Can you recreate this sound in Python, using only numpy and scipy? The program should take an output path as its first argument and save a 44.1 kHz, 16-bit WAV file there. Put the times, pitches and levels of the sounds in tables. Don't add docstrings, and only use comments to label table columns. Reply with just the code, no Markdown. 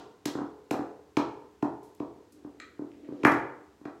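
import sys
import numpy as np
from scipy import signal
from scipy.fft import rfft, irfft
from scipy.io import wavfile
from scipy.ndimage import uniform_filter1d

SR = 44100
rng = np.random.default_rng(int(sys.argv[2]) if len(sys.argv) > 2 else 0)


def bounce(signal):
    frames = np.transpose(np.atleast_2d(signal))
    limited = np.clip(frames, -1, 1)
    pcm = np.round(limited * 32767).astype(np.int16)
    wavfile.write(sys.argv[1], SR, pcm)


N = 176400
LEAD = SR // 2
SPAN = N + LEAD
TIME = (np.arange(SPAN) - LEAD) / SR


def blows():
    # t/s, thud level/dB, clack level/dB, clack top f/Hz, snap level/dB, tick level/dB, tick top f/Hz
    knocks = [(-.14, -22, -32.5, 1220, -55, -34.5, 7000), (0.2559, -25, -42, 1820, -46, -36, 8400),
              (0.7098, -23, -32, 1130, -39.5, -43.5, 10200), (1.1699, -17.5, -29, 1300, -35.5, -41, 5140),
              (1.6260, -19.5, -32.5, 1020, -53, -57, 7900), (2.0010, -27.5, -43.5, 910, -59, -65, 5000),
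              (3.2346, -22.5, -36, 1200, -43.5, -53, 6000), (3.2501, -12.5, -16, 2130, -29.5, -40.5, 8730),
              (3.3196, -22, -37.5, 1190, -45.5, -49.5, 9000),
              (3.8533, -32.5, -44, 1480, -61.5, -62.5, 4060)]
    # t/s, thud level/dB, clack level/dB
    bumps = [(.351, -27.5, -41.5), (.386, -29, -41), (.414, -30, -50), (.742, -30, -41), (.79, -28, -42),
             (2.158, -46, -68.5), (2.446, -36.5, -57.5), (2.791, -31.5, -55.5), (2.818, -35.5, -63),
             (3.086, -34, -57.5), (3.121, -32, -62), (3.811, -45, -65.5)]
    thud_lag_s, clack_lag_s, contact_lead_s = 0.003148, 0.00075, 0.000985
    thuds, clacks, ticks, snaps = np.zeros((4, SPAN))
    thud = counter_thud()
    for s, thud_db, clack_db, clack_hz, snap_db, tick_db, tick_hz in knocks:
        add(thuds, s + thud_lag_s, thud_db, thud)
        add(clacks, s + clack_lag_s, clack_db, clack(clack_hz))
        add(snaps, s - contact_lead_s, snap_db, snap())
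        add(ticks, s - contact_lead_s, tick_db, tick(tick_hz))
    for s, thud_db, clack_db in bumps:
        add(thuds, s + thud_lag_s, thud_db, thud)
        add(clacks, s + clack_lag_s, clack_db, clack(top_hz=1240))
    return thuds, clacks, ticks, snaps


def counter_thud():
    # f/Hz, relative level/dB, T60/s
    modes = [(73.4, -3, 0.16), (131.5, -17, 0.27), (151.8, -5, 0.28), (222.4, -17, 0.9), (261.6, -19, 0.4),
             (302.3, 13, .1), (300.8, -16, 0.61), (331.5, -13.5, .42), (384.65, -11.5, 0.55),
             (366, 3.5, 0.07), (423, -21, 0.78)]
    echo_s, echo_db = 0.024, -8
    t = np.arange(SR) / SR
    ring = sum(from_db(db - 60 * t / t60) * np.sin(2 * np.pi * hz * t) for hz, db, t60 in modes)
    ring = -cut(cut(ring, 800, "low"), 130, "high", order=3)
    return ring + from_db(echo_db) * np.interp(t - echo_s, t, ring, left=0)


def clack(top_hz):
    grit, ceiling_hz = 0.23, 2510
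    force = grit * burst(decay_s=0.005)
    force[0] += 1
    contact = cut(cut(force, 480, "high"), top_hz, "low", order=4)
    return cut(contact, ceiling_hz, "low", order=6)


def tick(top_hz):
    crunch = cut(cut(burst(decay_s=0.0055, rise_s=0.0012), 2870, "high"), top_hz, "low")
    return crunch - 0.53 * resonate(crunch, hz=9300, width_hz=4500)


def snap():
    hz, width_hz = 2410, 520
    return resonate(resonate(burst(decay_s=0.00054), hz, width_hz), hz, 2 * width_hz)


def drag():
    # t/s, level/dB
    envelope = [(2.28, -91), (2.36, -54), (2.47, -63), (2.6, -54.5), (2.76, -69), (2.87, -55.5),
                (3.02, -51.5), (3.16, -47.5), (3.229, -40.5), (3.279, -77)]
    hiss_db = -26.5
    friction = cut(rng.standard_normal(SPAN), 966, "low")
    rub = cut(signal.fftconvolve(friction, counter_thud())[:SPAN], 240, "high")
    hiss = cut(cut(rng.standard_normal(SPAN), 1300, "high"), 3200, "low")
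    s, db = np.transpose(envelope)
    gain = from_db(np.interp(TIME, s, db, left=-120, right=-120))
    return (rub / rub.std() + from_db(hiss_db) * hiss / hiss.std()) * gain


def spoon():
    # t/s, level/dB
    bounces = [(3.255, -53.5), (3.267, -51), (3.273, -50.5), (3.295, -59), (3.32, -71), (3.34, -63)]
    # f/Hz, relative level/dB, bandwidth/Hz
    modes = [(6670, 6.5, 500), (7500, -1, 670), (11220, 16, 110), (14000, -7, 3000)]
    track = np.zeros(SPAN)
    for s, db in bounces:
        touch = burst(decay_s=0.00093)
        ring = sum(from_db(mode_db) * resonate(touch, hz, width) for hz, mode_db, width in modes)
        add(track, s, db, ring)
    return track


def cup():
    # f/Hz, relative level/dB, bandwidth/Hz
    modes = [(1295, 2, 116), (1890, 0.5, 200), (2280, -1, 240), (4200, -10.5, 490), (6300, -16.5, 520),
             (7440, -14.5, 600)]
    touch = cut(burst(decay_s=0.0037), 1080, "high", order=4)
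    ring = sum((-1) ** k * from_db(db) * resonate(touch, hz, width)
               for k, (hz, db, width) in enumerate(modes))
    track = np.zeros(SPAN)
    add(track, s=2.6, db=-44.5, sound=ring)
    return track


def small_clicks():
    # t/s, level/dB, lowest f/Hz, highest f/Hz, decay time/s
    clicks = [(1.83, -63.5, 3800, 13800, 0.058), (1.949, -67.5, 4000, 14000, .004),
              (2.322, -63, 4270, 12600, 0.015), (2.917, -66, 1950, 2540, 0.002),
              (3.045, -66, 1750, 2250, 0.016)]
    track = np.zeros(SPAN)
    for s, db, low_hz, high_hz, decay_s in clicks:
        thin = cut(burst(decay_s), low_hz, "high", order=4)
        add(track, s, db, cut(thin, high_hz, "low", order=4))
    return track


def lingering_tones(clacks):
    # f/Hz, peak level over the clack/dB
    peaks = [(599, 4), (670, 6), (718, 8.5), (761, 8.5), (824, -10), (888, -1), (1034, 4), (1076, 3.5),
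             (1308, -12), (1411, 2.5), (1613, 9.5), (1815, 11), (2359, 7.5)]
    t60_s = 0.4
    width_hz = np.log(1000) / np.pi / t60_s
    return sum(from_db(db) * resonate(clacks, hz, width_hz) for hz, db in peaks)


def room(x):
    # f/Hz, reverberant level over the input/dB, T60/s
    reverb = [(70.4, 1, 0.56), (154, -2, .5), (301, -8, 0.6), (513, 5, 0.72), (940, 5.5, 0.6),
              (1975, 1.5, 0.52), (4000, 1, 0.47), (7420, -3, .42), (13480, -5, .3)]
    build_s, build_cycles = 0.011, 1.57
    early_db, early_decay_s = 3, 0.019
    t = np.arange(SR) / SR
    hz = np.fft.rfftfreq(SR, 1 / SR)
    white, tail = rfft(rng.standard_normal(SR)), 0
    early = from_db(early_db) * np.exp(-t / early_decay_s)
    edges = np.geomspace(45, 18000, 37)
    for low, high in zip(edges, edges[1:]):
        centre = np.sqrt(low * high)
        late = from_db(-60 * t / at_hz(reverb, centre, column=2))
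        build = 1 - np.exp(-(t / (build_s + build_cycles / centre)) ** 2)
        band = irfft(white * ((hz >= low) & (hz < high)), SR) * (early + late) * build
        unit_gain = np.sqrt(2 * (high - low) / SR / np.sum(band ** 2))
        tail = tail + band * unit_gain * from_db(at_hz(reverb, centre))
    return signal.fftconvolve(x, even_out(tail)[:-SR // 10])[:SPAN]


def even_out(tail):
    evenness = 0.36
    spectrum = rfft(tail)
    power = np.abs(spectrum) ** 2
    fine, broad = (np.maximum(uniform_filter1d(uniform_filter1d(power, bins), bins), 1e-12)
                   for bins in (30, 160))
    return irfft(spectrum * np.clip(broad / fine, .1, 10) ** (evenness / 2), len(tail))


def hush():
    # f/Hz, spectrum level/dB in a 1 Hz band
    density = [(25, -114), (45, -105.5), (70, -86.5), (140, -97.5), (300, -89), (600, -102), (1200, -103),
               (2500, -110), (5000, -113), (7500, -115), (9500, -121), (16000, -125)]
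    hz = np.maximum(np.fft.rfftfreq(N, 1 / SR), 1)
    return irfft(rfft(rng.standard_normal(N)) * from_db(at_hz(density, hz)), N) * np.sqrt(SR / 2)


def burst(decay_s, rise_s=1e-5):
    t = np.arange(SR // 5) / SR
    shape = np.exp(-t / decay_s) * (1 - np.exp(-(t + 1 / SR) / rise_s))
    phase = np.angle(rfft(rng.standard_normal(len(t)) * shape))
    puff = irfft(np.exp(1j * phase), len(t)) * np.sqrt(shape)
    return puff * np.sqrt(np.sum(shape ** 2) / np.sum(puff ** 2))


def add(track, s, db, sound):
    start = max(int(s * SR) + LEAD, 0)
    part = sound[:SPAN - start] * np.sqrt(SR / 100 / np.sum(sound ** 2))
    track[start:start + len(part)] += from_db(db) * part


def resonate(x, hz, width_hz):
    r = np.exp(-np.pi * width_hz / SR)
    feedback = [1, -2 * r * np.cos(2 * np.pi * hz / SR), r * r]
    return signal.lfilter(np.array([1, 0, -1]) * (1 - r * r) / 2, feedback, x + 1e-18)


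def cut(x, hz, kind, order=2):
    return signal.sosfilt(signal.butter(order, hz, kind, fs=SR, output="sos"), x + 1e-18)


def at_hz(points, hz, column=1):
    points = np.array(points)
    return np.interp(np.log(hz), np.log(points[:, 0]), points[:, column])


def from_db(db):
    return 10 ** (np.asarray(db) / 20)


def scene():
    thud_room_db, snap_room_db = -2.5, -6.5
    air = hush()
    thuds, clacks, ticks, snaps = blows()
    contacts = clacks + ticks + drag() + small_clicks() + cup() + spoon()
    reflected = room(contacts + from_db(thud_room_db) * thuds + from_db(snap_room_db) * snaps)
    direct = contacts + thuds + snaps
    return ((direct + lingering_tones(clacks) + reflected)[LEAD:] + air)[None]


def record(dry):
    cutoff_hz = 16000
    return signal.sosfilt(signal.ellip(10, .1, 80, cutoff_hz, fs=SR, output="sos"), dry)


dry = scene()
out = record(dry)
bounce(out)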